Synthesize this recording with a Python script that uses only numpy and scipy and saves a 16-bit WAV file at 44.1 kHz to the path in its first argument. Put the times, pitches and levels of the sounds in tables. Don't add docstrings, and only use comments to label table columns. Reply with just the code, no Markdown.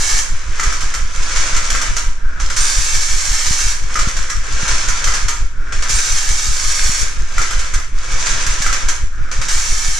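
import sys
import numpy as np
from scipy import signal
from scipy.fft import rfft, irfft, next_fast_len
from scipy.io import wavfile
from scipy.ndimage import map_coordinates

SR = 44100
rng = np.random.default_rng(int(sys.argv[2]) if len(sys.argv) > 2 else 0)


def put_to_file(sound):
    columns = np.atleast_2d(sound).T
    safe = np.clip(columns, -1, 1)
    whole_steps = np.round(safe * 32767)
    wavfile.write(sys.argv[1], SR, whole_steps.astype(np.int16))


N = 440559
TIME = np.arange(N) / SR
SIZE = next_fast_len(N + SR)
FREQS = np.arange(SIZE // 2 + 1) * SR / SIZE

# (start [s], crest [s], tooth rate before the load slows it [Hz])
CLIMBS = [(-.93, .2, 88), (2.562, 3.71, 71), (5.89, 7.025, 65), (9.482, 10.63, 53)]
CLIMB_LEVELS = [-20, -20, -20, -21]
# (share of the climb [1], level [dB])
CLIMB_SHAPE = [(0, 0.5), (.2, -2), (.52, -3), (.8, -.3), (1, -1.5)]
PLACES = ["drop", "left ramp", "left turn", "bottom", "flap", "exit", "right ramp", "right turn", "wagon"]
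LAPS = [(.597, .939, 1.08, 1.36, 1.701, 1.750, 1.965, 2.17, 2.399),
        (3.956, 4.299, 4.39, 4.68, 5.040, 5.073, 5.282, 5.52, 5.723),
        (7.381, 7.738, 7.91, 8.26, 8.619, 8.663, 8.884, 9.10, 9.314)]
SPEEDS = {"drop": 0.5, "left ramp": 0.3, "bottom": 0.9, "flap": 0.67, "exit": 0.66, "right ramp": .25,
          "right turn": 0.0091}
TURN_SPEEDS = [0.21, 0.19, 0.038]
BLOWS = { "drop": [(0, -9, -14, -21, -8.5), (.035, -16, -18, -20.5, -2.5), (.128, -2, -23.5, -23.5, -9),
         (.21, -13, -39, -24, -6)], "left ramp": [(0, -17, -19.5, -19, -13)],
         "bottom": [(0, -8, -33, -21, 1), (.205, -1, -18.5, -18.5, -16)],
         "flap": [(0.002, 6, -38, -17.5, -19)], "exit": [(0, -8, -15, -19.5, -10),
         (.064, -10, -19, -18.5, -1)], "right ramp": [(0.00067, -11, -18.5, -15.5, -5.5)],
         "wagon": [(0, -12, -32.5, -37, -2.5), (.101, -5, -25, -25.5, -1.5), (.17, -11, -27, -21, -12.5)]}
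# (time [s], level [dB])
SQUEAKS = [(2.618, -22), (2.639, -25), (5.957, -22)]
# (time [s], relative level [dB])
THUMPS = [(3.51, -17), (4.074, -13), (4.633, -16.5), (5.903, -26), (6.896, -18), (8.47, -26),
          (8.605, -20.5)]
# (time [s], blades gone by [count])
BLADES = [(0, .16), (6.13, 35), (7.57, 43), (8.33, 47), (9.39, 53), (10.05, 57)]

# (frequency [Hz], width [Hz], relative level [dB])
TRACK_MODES = [(514, 25, -4), (666, 18, -6), (991, 32, 0), (1088, 33.6, -3.5), (1230, 92, -0.5),
               (1360, 17.5, 3), (1520, 19, -2), (1560, 18, 2.5), (1620, 31, 1.5), (1735, 49, -0.5),
               (2160, 42, -5.5), (2273, 92, 0), (2553, 20, -2), (3120, 13, -16)]
# (frequency [Hz], width [Hz], relative level [dB])
SHELL_MODES = [(1247, 54, -2.5), (1586, 83, 0), (1713, 104, -0.5), (2162, 39, -2), (2267, 33, -1),
               (2693, 14, -3), (3170, 35, -5.5), (4370, 51, -7), (5790, 240, -0.5), (6290, 99, 3),
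               (6860, 70, 0.5), (7400, 375, -3), (8920, 43, -6.5), (10520, 130, -16.5)]
# (frequency [Hz], width [Hz], relative level [dB])
CLONK_MODES = [(1232, 28, 7), (1335, 56, 6.5), (1434, 28, 4), (1560, 21, 3), (1900, 24, -2),
               (2010, 64, 4.5), (2320, 41, -1), (2520, 20, -28), (3030, 12, -1.5)]
# (frequency [Hz], relative level [dB])
CLONK_COLOUR = [(100, -16), (450, -15), (800, -24), (1050, -27), (1300, 2), (1700, -17), (2050, -12),
                (2600, -30), (6000, -24), (14000, -50)]
# (frequency [Hz], relative level [dB])
WHIR_COLOUR = [(150, -20.5), (400, -14.5), (700, -11.5), (1100, -11.5), (1900, -7.5), (3300, -7.5),
               (4500, -3.5), (6000, 0), (7400, -4.5), (8600, -10.5), (10200, -14), (11300, -46),
               (12200, -22), (15000, -67)]
# (frequency [Hz], relative level [dB])
RATTLE_COLOUR = [(200, -19.5), (500, -23), (800, -11.5), (1500, -8.5), (2800, -6), (4300, -4), (6200, 2.5),
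                 (7400, -3.5), (8600, -11.5), (10200, -17.5), (11300, -63), (12200, -29), (15000, -121)]
# (frequency [Hz], relative level [dB])
RUMBLE_COLOUR = [(100, -3), (300, -8.5), (480, -7), (740, -10), (1100, -6.5), (1400, 2.5), (1800, 0),
                 (2400, -5.5), (3500, -8), (7000, -30), (14000, -67)]
# (frequency [Hz], relative level [dB])
CREEP_COLOUR = [(150, -7), (480, -12), (800, -17.5), (1150, -11), (1380, 2), (1580, 1.5), (1800, -6.5),
                (2300, -18), (3000, -19.5), (4500, -23), (5800, -16), (7500, -24.5), (9000, -33.5),
                (14000, -63)]
# (frequency [Hz], relative level [dB])
EDDY_COLOUR = [(10, 3.5), (25, 2), (50, -2.5), (75, -14), (120, -19.5), (200, -35.5), (400, -37),
               (1000, -75)]
# (frequency [Hz], level difference [dB])
BALANCE = [(60, -0.5), (110, -4.5), (380, -1), (1280, 0), (2360, 3), (4340, -1.5), (7500, -3.5),
           (12000, -0.5)]
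# (frequency [Hz], level [dB])
WIDTH = [(200, -17), (380, -9), (690, -3.5), (1280, -0.5), (2360, 2), (4340, -5), (8000, 3.5), (14000, 2)]

LOAD_AT, LOAD_SPREAD, LOAD_SLOWING = .4, .08, .16
ENGAGE_S, RELEASE_S = 0.0021, 0.03
CREST_SPEED, COAST_SPEED, SETTLE_S, TIP_S = 0.38, 0.23, 0.13, 0.085
JOLT_S = 0.082
RUMBLE_DB, RUMBLE_POWER, RATTLE_DB, RATTLE_POWER = -24.5, 0.82, -21.5, 1.21
UNEVEN_DB, UNEVEN_HZ = 1.0, 11.6
CREEP_DB, CREEP_RELEASE_S = -30, 0.025
RAMP_DB = -37
ROOM_T60_S = 0.47
TOP_HZ = 15000


def clockwork():
    tooth_hz, effort = hauling()
    teeth = fade(ticks(tooth_hz, jitter=.25, scatter_db=7.0), decay_s=0.0042)
    gears = fade(ticks(7 * tooth_hz, jitter=.3, scatter_db=2.0), decay_s=0.0039)
    grip = undb(0.86 * note(hz=12, width_hz=5.4))
    envelope = unit(np.sqrt(undb(-28.5) * teeth + gears) * grip)
    chatter = envelope * noise(likeness=0.61)
    shell = body(WHIR_COLOUR, SHELL_MODES, modes_db=1.5)
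    return undb(2.5) * through(chatter * effort, shell)


def hauling():
    tooth_hz, gain = np.zeros(N), np.zeros(N)
    for (start, crest, hz), db in zip(CLIMBS, CLIMB_LEVELS):
        age = np.maximum(TIME - start, 0)
        way = age / (crest - start)
        load = (1 + np.tanh((way - LOAD_AT) / LOAD_SPREAD)) / 2
        tooth_hz = np.where(TIME >= start, hz * (1 - LOAD_SLOWING * load), tooth_hz)
        engaged = (1 - np.exp(-age / ENGAGE_S)) * held(start, crest, RELEASE_S)
        shape_db = np.interp(way, *np.transpose(CLIMB_SHAPE))
        gain = gain + engaged * undb(db + shape_db)
    return tooth_hz, gain


def knocks():
    s, crack_db, clonk_db, clink_db, _ = blows()
    at = (s * SR).astype(int)

    def clatter(db, rise_s, decay_s):
        energy = np.bincount(at, undb(db) ** 2, N) * SR * decay_s
        return np.sqrt(fade(fade(energy, rise_s), decay_s)) * noise(likeness=0.56)

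    heavy = np.clip(undb(clonk_db - clink_db), 0, 1.5)
    push = undb(19.0) * np.bincount(at, undb(clonk_db) * heavy, N)
    dull = push + undb(-6) * clatter(clonk_db, rise_s=0.0011, decay_s=0.02)
    clonk = through(dull, body(CLONK_COLOUR, CLONK_MODES, modes_db=-0.5))
    crack = undb(-15.5) * clatter(crack_db, rise_s=0.00018, decay_s=0.0013)
    bright = crack + undb(2) * clatter(clink_db, rise_s=0.001, decay_s=0.011)
    clink = through(bright, body(RATTLE_COLOUR, SHELL_MODES, modes_db=5.5))
    return clonk + clink


def blows():
    found = []
    for place, rows in BLOWS.items():
        for s in passing(place):
            for delay, *levels in rows:
                found.append((s + delay, *levels))
    return np.transpose(found)


def rumble():
    bumps = np.sqrt(fade(ticks(260, jitter=.7, scatter_db=2.5), decay_s=0.0078))
    drumming = bumps * noise(likeness=0.68) * agitation() ** RUMBLE_POWER
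    humming = bumps * noise(likeness=0.55) * creeping()
    drumming = through(drumming, body(RUMBLE_COLOUR, TRACK_MODES, modes_db=2.5))
    humming = through(humming, body(CREEP_COLOUR, TRACK_MODES, modes_db=-9.0))
    return undb(RUMBLE_DB) * drumming + humming


def rattle():
    contacts = fade(ticks(380, jitter=.7, scatter_db=1.0), decay_s=0.0047)
    shaking = np.sqrt(contacts) * noise(likeness=0.35) * agitation() ** RATTLE_POWER
    shaking = shaking * undb(UNEVEN_DB * note(UNEVEN_HZ, width_hz=3.8))
    return undb(RATTLE_DB) * through(shaking, body(RATTLE_COLOUR, SHELL_MODES, modes_db=-11.5))


def agitation():
    speed = np.zeros(N)
    for lap, turn_speed in enumerate(TURN_SPEEDS):
        crest, at = CLIMBS[lap][1], dict(zip(PLACES, LAPS[lap]))
        course = [(crest, CREST_SPEED), (crest + SETTLE_S, COAST_SPEED)]
        course += [(at["drop"] - TIP_S, COAST_SPEED), (at["left turn"], turn_speed)]
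        course += [(at[place], share) for place, share in SPEEDS.items()]
        speed = speed + np.interp(TIME, *np.transpose(sorted(course)), left=0, right=0)
    s, *_, jolt_db = blows()
    jolts = np.bincount((s * SR).astype(int), undb(jolt_db) ** 2, N)
    return np.sqrt(speed ** 2 + fade(jolts * SR * JOLT_S / 2, JOLT_S / 2))


def creeping():
    gain = 0
    for turn, wagon in zip(passing("right turn"), passing("wagon")):
        growth = np.interp(TIME, [turn - .05, wagon], [0, 1])
        gain = gain + growth * held(0, wagon, CREEP_RELEASE_S)
    return undb(CREEP_DB) * gain


def clicks():
    contacts = np.sqrt(fade(ticks(34, jitter=.9, scatter_db=5.0), decay_s=0.0007))
    _, effort = hauling()
    force = undb(-11) * effort + undb(-33.5) * agitation() ** 0.74
    shell = body(RATTLE_COLOUR, SHELL_MODES, modes_db=1)
    return through(contacts * noise(likeness=0.7) * force, shell)


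def squeaks():
    swell = 0
    for s, db in SQUEAKS:
        swell = swell + undb(db) * np.exp(-((TIME - s - .005) / 0.012) ** 2)
    return swell * note(hz=8650, width_hz=120)


def ramp(hz, t60_s):
    ringing = 0
    for s in passing("right ramp"):
        ringing = ringing + undb(RAMP_DB - 60 * np.abs(TIME - s) / t60_s) * (TIME > s)
    return ringing * note(hz, width_hz=16)


def glints(x, echo_db, sweep_s):
    out = x
    for lag_s in (.0009, .0021):
        path = np.interp(TIME, np.arange(81) / 8, rng.standard_normal(81))
        when = TIME - lag_s - sweep_s * path
        echo = np.array([map_coordinates(port, [when * SR], order=3) for port in x])
        out = out + undb(echo_db) * echo
    return out / np.sqrt(1 + 2 * undb(echo_db) ** 2)


def room(x, wet_db):
    t = np.arange(SR // 2) / SR
    out = x
    for place in range(4):
        tail = rng.standard_normal((2, len(t))) * undb(-60 * t / ROOM_T60_S) * (t > .004)
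        tail /= np.sqrt(np.sum(tail ** 2, axis=1, keepdims=True))
        nearness = np.maximum(np.cos(2 * np.pi * (TIME / 1.3 - place / 4)), 0)
        out = out + undb(wet_db) * signal.oaconvolve(x * nearness, tail, axes=1)[:, :N]
    return out


def draught():
    s, blade = np.transpose(BLADES)
    turn = np.interp(TIME, s, blade)
    nearest = np.round(turn).astype(int)
    offset = turn - nearest
    chance = rng.standard_normal((nearest.max() + 1, 2))[nearest]
    edge = np.sin(np.pi * offset) / (0.16 * np.exp(0.19 * chance[:, 0]))
    puff = -2 * edge / (1 + edge ** 2) * np.cos(np.pi * offset)
    swirl = np.exp(-(offset / 0.18) ** 2) * undb(1.0 * chance[:, 1]) + 0.28
    eddies = through(noise(likeness=0.71) * swirl, body(EDDY_COLOUR))
    sway = np.cos(2 * np.pi * 2 * offset)
    pressure = undb(-9.5) * puff + undb(-14.5) * sway + undb(-15) * eddies
    return 0.61 * np.tanh(pressure / 0.6)


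def thumps():
    out = 0
    for s, db in THUMPS:
        age = (TIME - s) / 0.0019
        out = out - undb(db) * 2 * age / (1 + age ** 2) ** 1.33
    return undb(2.5) * out


def passing(place):
    return np.array(LAPS)[:, PLACES.index(place)]


def held(start, end, release_s):
    return (TIME >= start) * np.exp(-np.maximum(TIME - end, 0) / release_s)


def ticks(hz, jitter, scatter_db):
    turns = np.cumsum(hz * np.ones(N)) / SR
    count = int(turns[-1])
    late, force = rng.standard_normal((count, 2)).T
    at = np.searchsorted(turns, np.arange(count) + jitter * late)
    energy = np.bincount(at, undb(scatter_db * np.clip(force, -2, 2)) ** 2, N + 1)[:N]
    return energy / energy.mean()


def fade(x, decay_s):
    pole = np.exp(-1 / (decay_s * SR))
    return signal.lfilter([1 - pole], [1, -pole], x + 1e-18)


def noise(likeness):
    common, left, right = rng.standard_normal((3, N))
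    share = np.clip(likeness, 0, 1)
    return np.sqrt(share) * common + np.sqrt(1 - share) * np.array([left, right])


def note(hz, width_hz):
    return unit(through(rng.standard_normal(N), np.exp(-((FREQS - hz) / width_hz) ** 2)))


def body(points, modes=(), modes_db=0):
    power = undb(slope(points)) ** 2
    for hz, width, db in modes:
        power = power + undb(db + modes_db) ** 2 / (1 + (2 * (FREQS - hz) / width) ** 2)
    cepstrum = irfft(np.log(power), SIZE)
    cepstrum[0] /= 2
    cepstrum[SIZE // 2:] = 0
    return unit(np.exp(rfft(cepstrum)))


def through(x, response):
    return irfft(rfft(x, SIZE) * response, SIZE)[..., :N]


def slope(points):
    hz, db = np.transpose(points)
    return np.interp(np.log(FREQS + 1), np.log(hz), db)


def unit(x):
    return x / np.sqrt(np.mean(np.abs(x) ** 2))


def undb(db):
    return 10 ** (np.asarray(db) / 20)


def scene():
    tin = glints(clockwork() + rattle() + clicks(), echo_db=-13.0, sweep_s=.00012)
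    toy = tin + squeaks() + rumble() + knocks() + ramp(hz=953, t60_s=0.59)
    left, right = undb(-1) * room(toy, wet_db=-2.5)
    sides = np.array([[1], [-1]])
    difference = through((left - right) / 2, undb(slope(WIDTH)))
    toy = (left + right) / 2 + sides * difference
    return through(toy + draught() + thumps(), undb(sides * slope(BALANCE) / 2))


def record(dry):
    low_pass = signal.ellip(10, .2, 80, TOP_HZ, fs=SR, output="sos")
    return signal.sosfilt(low_pass, np.clip(dry, -1, 1))


dry = scene()
out = record(dry)
put_to_file(out)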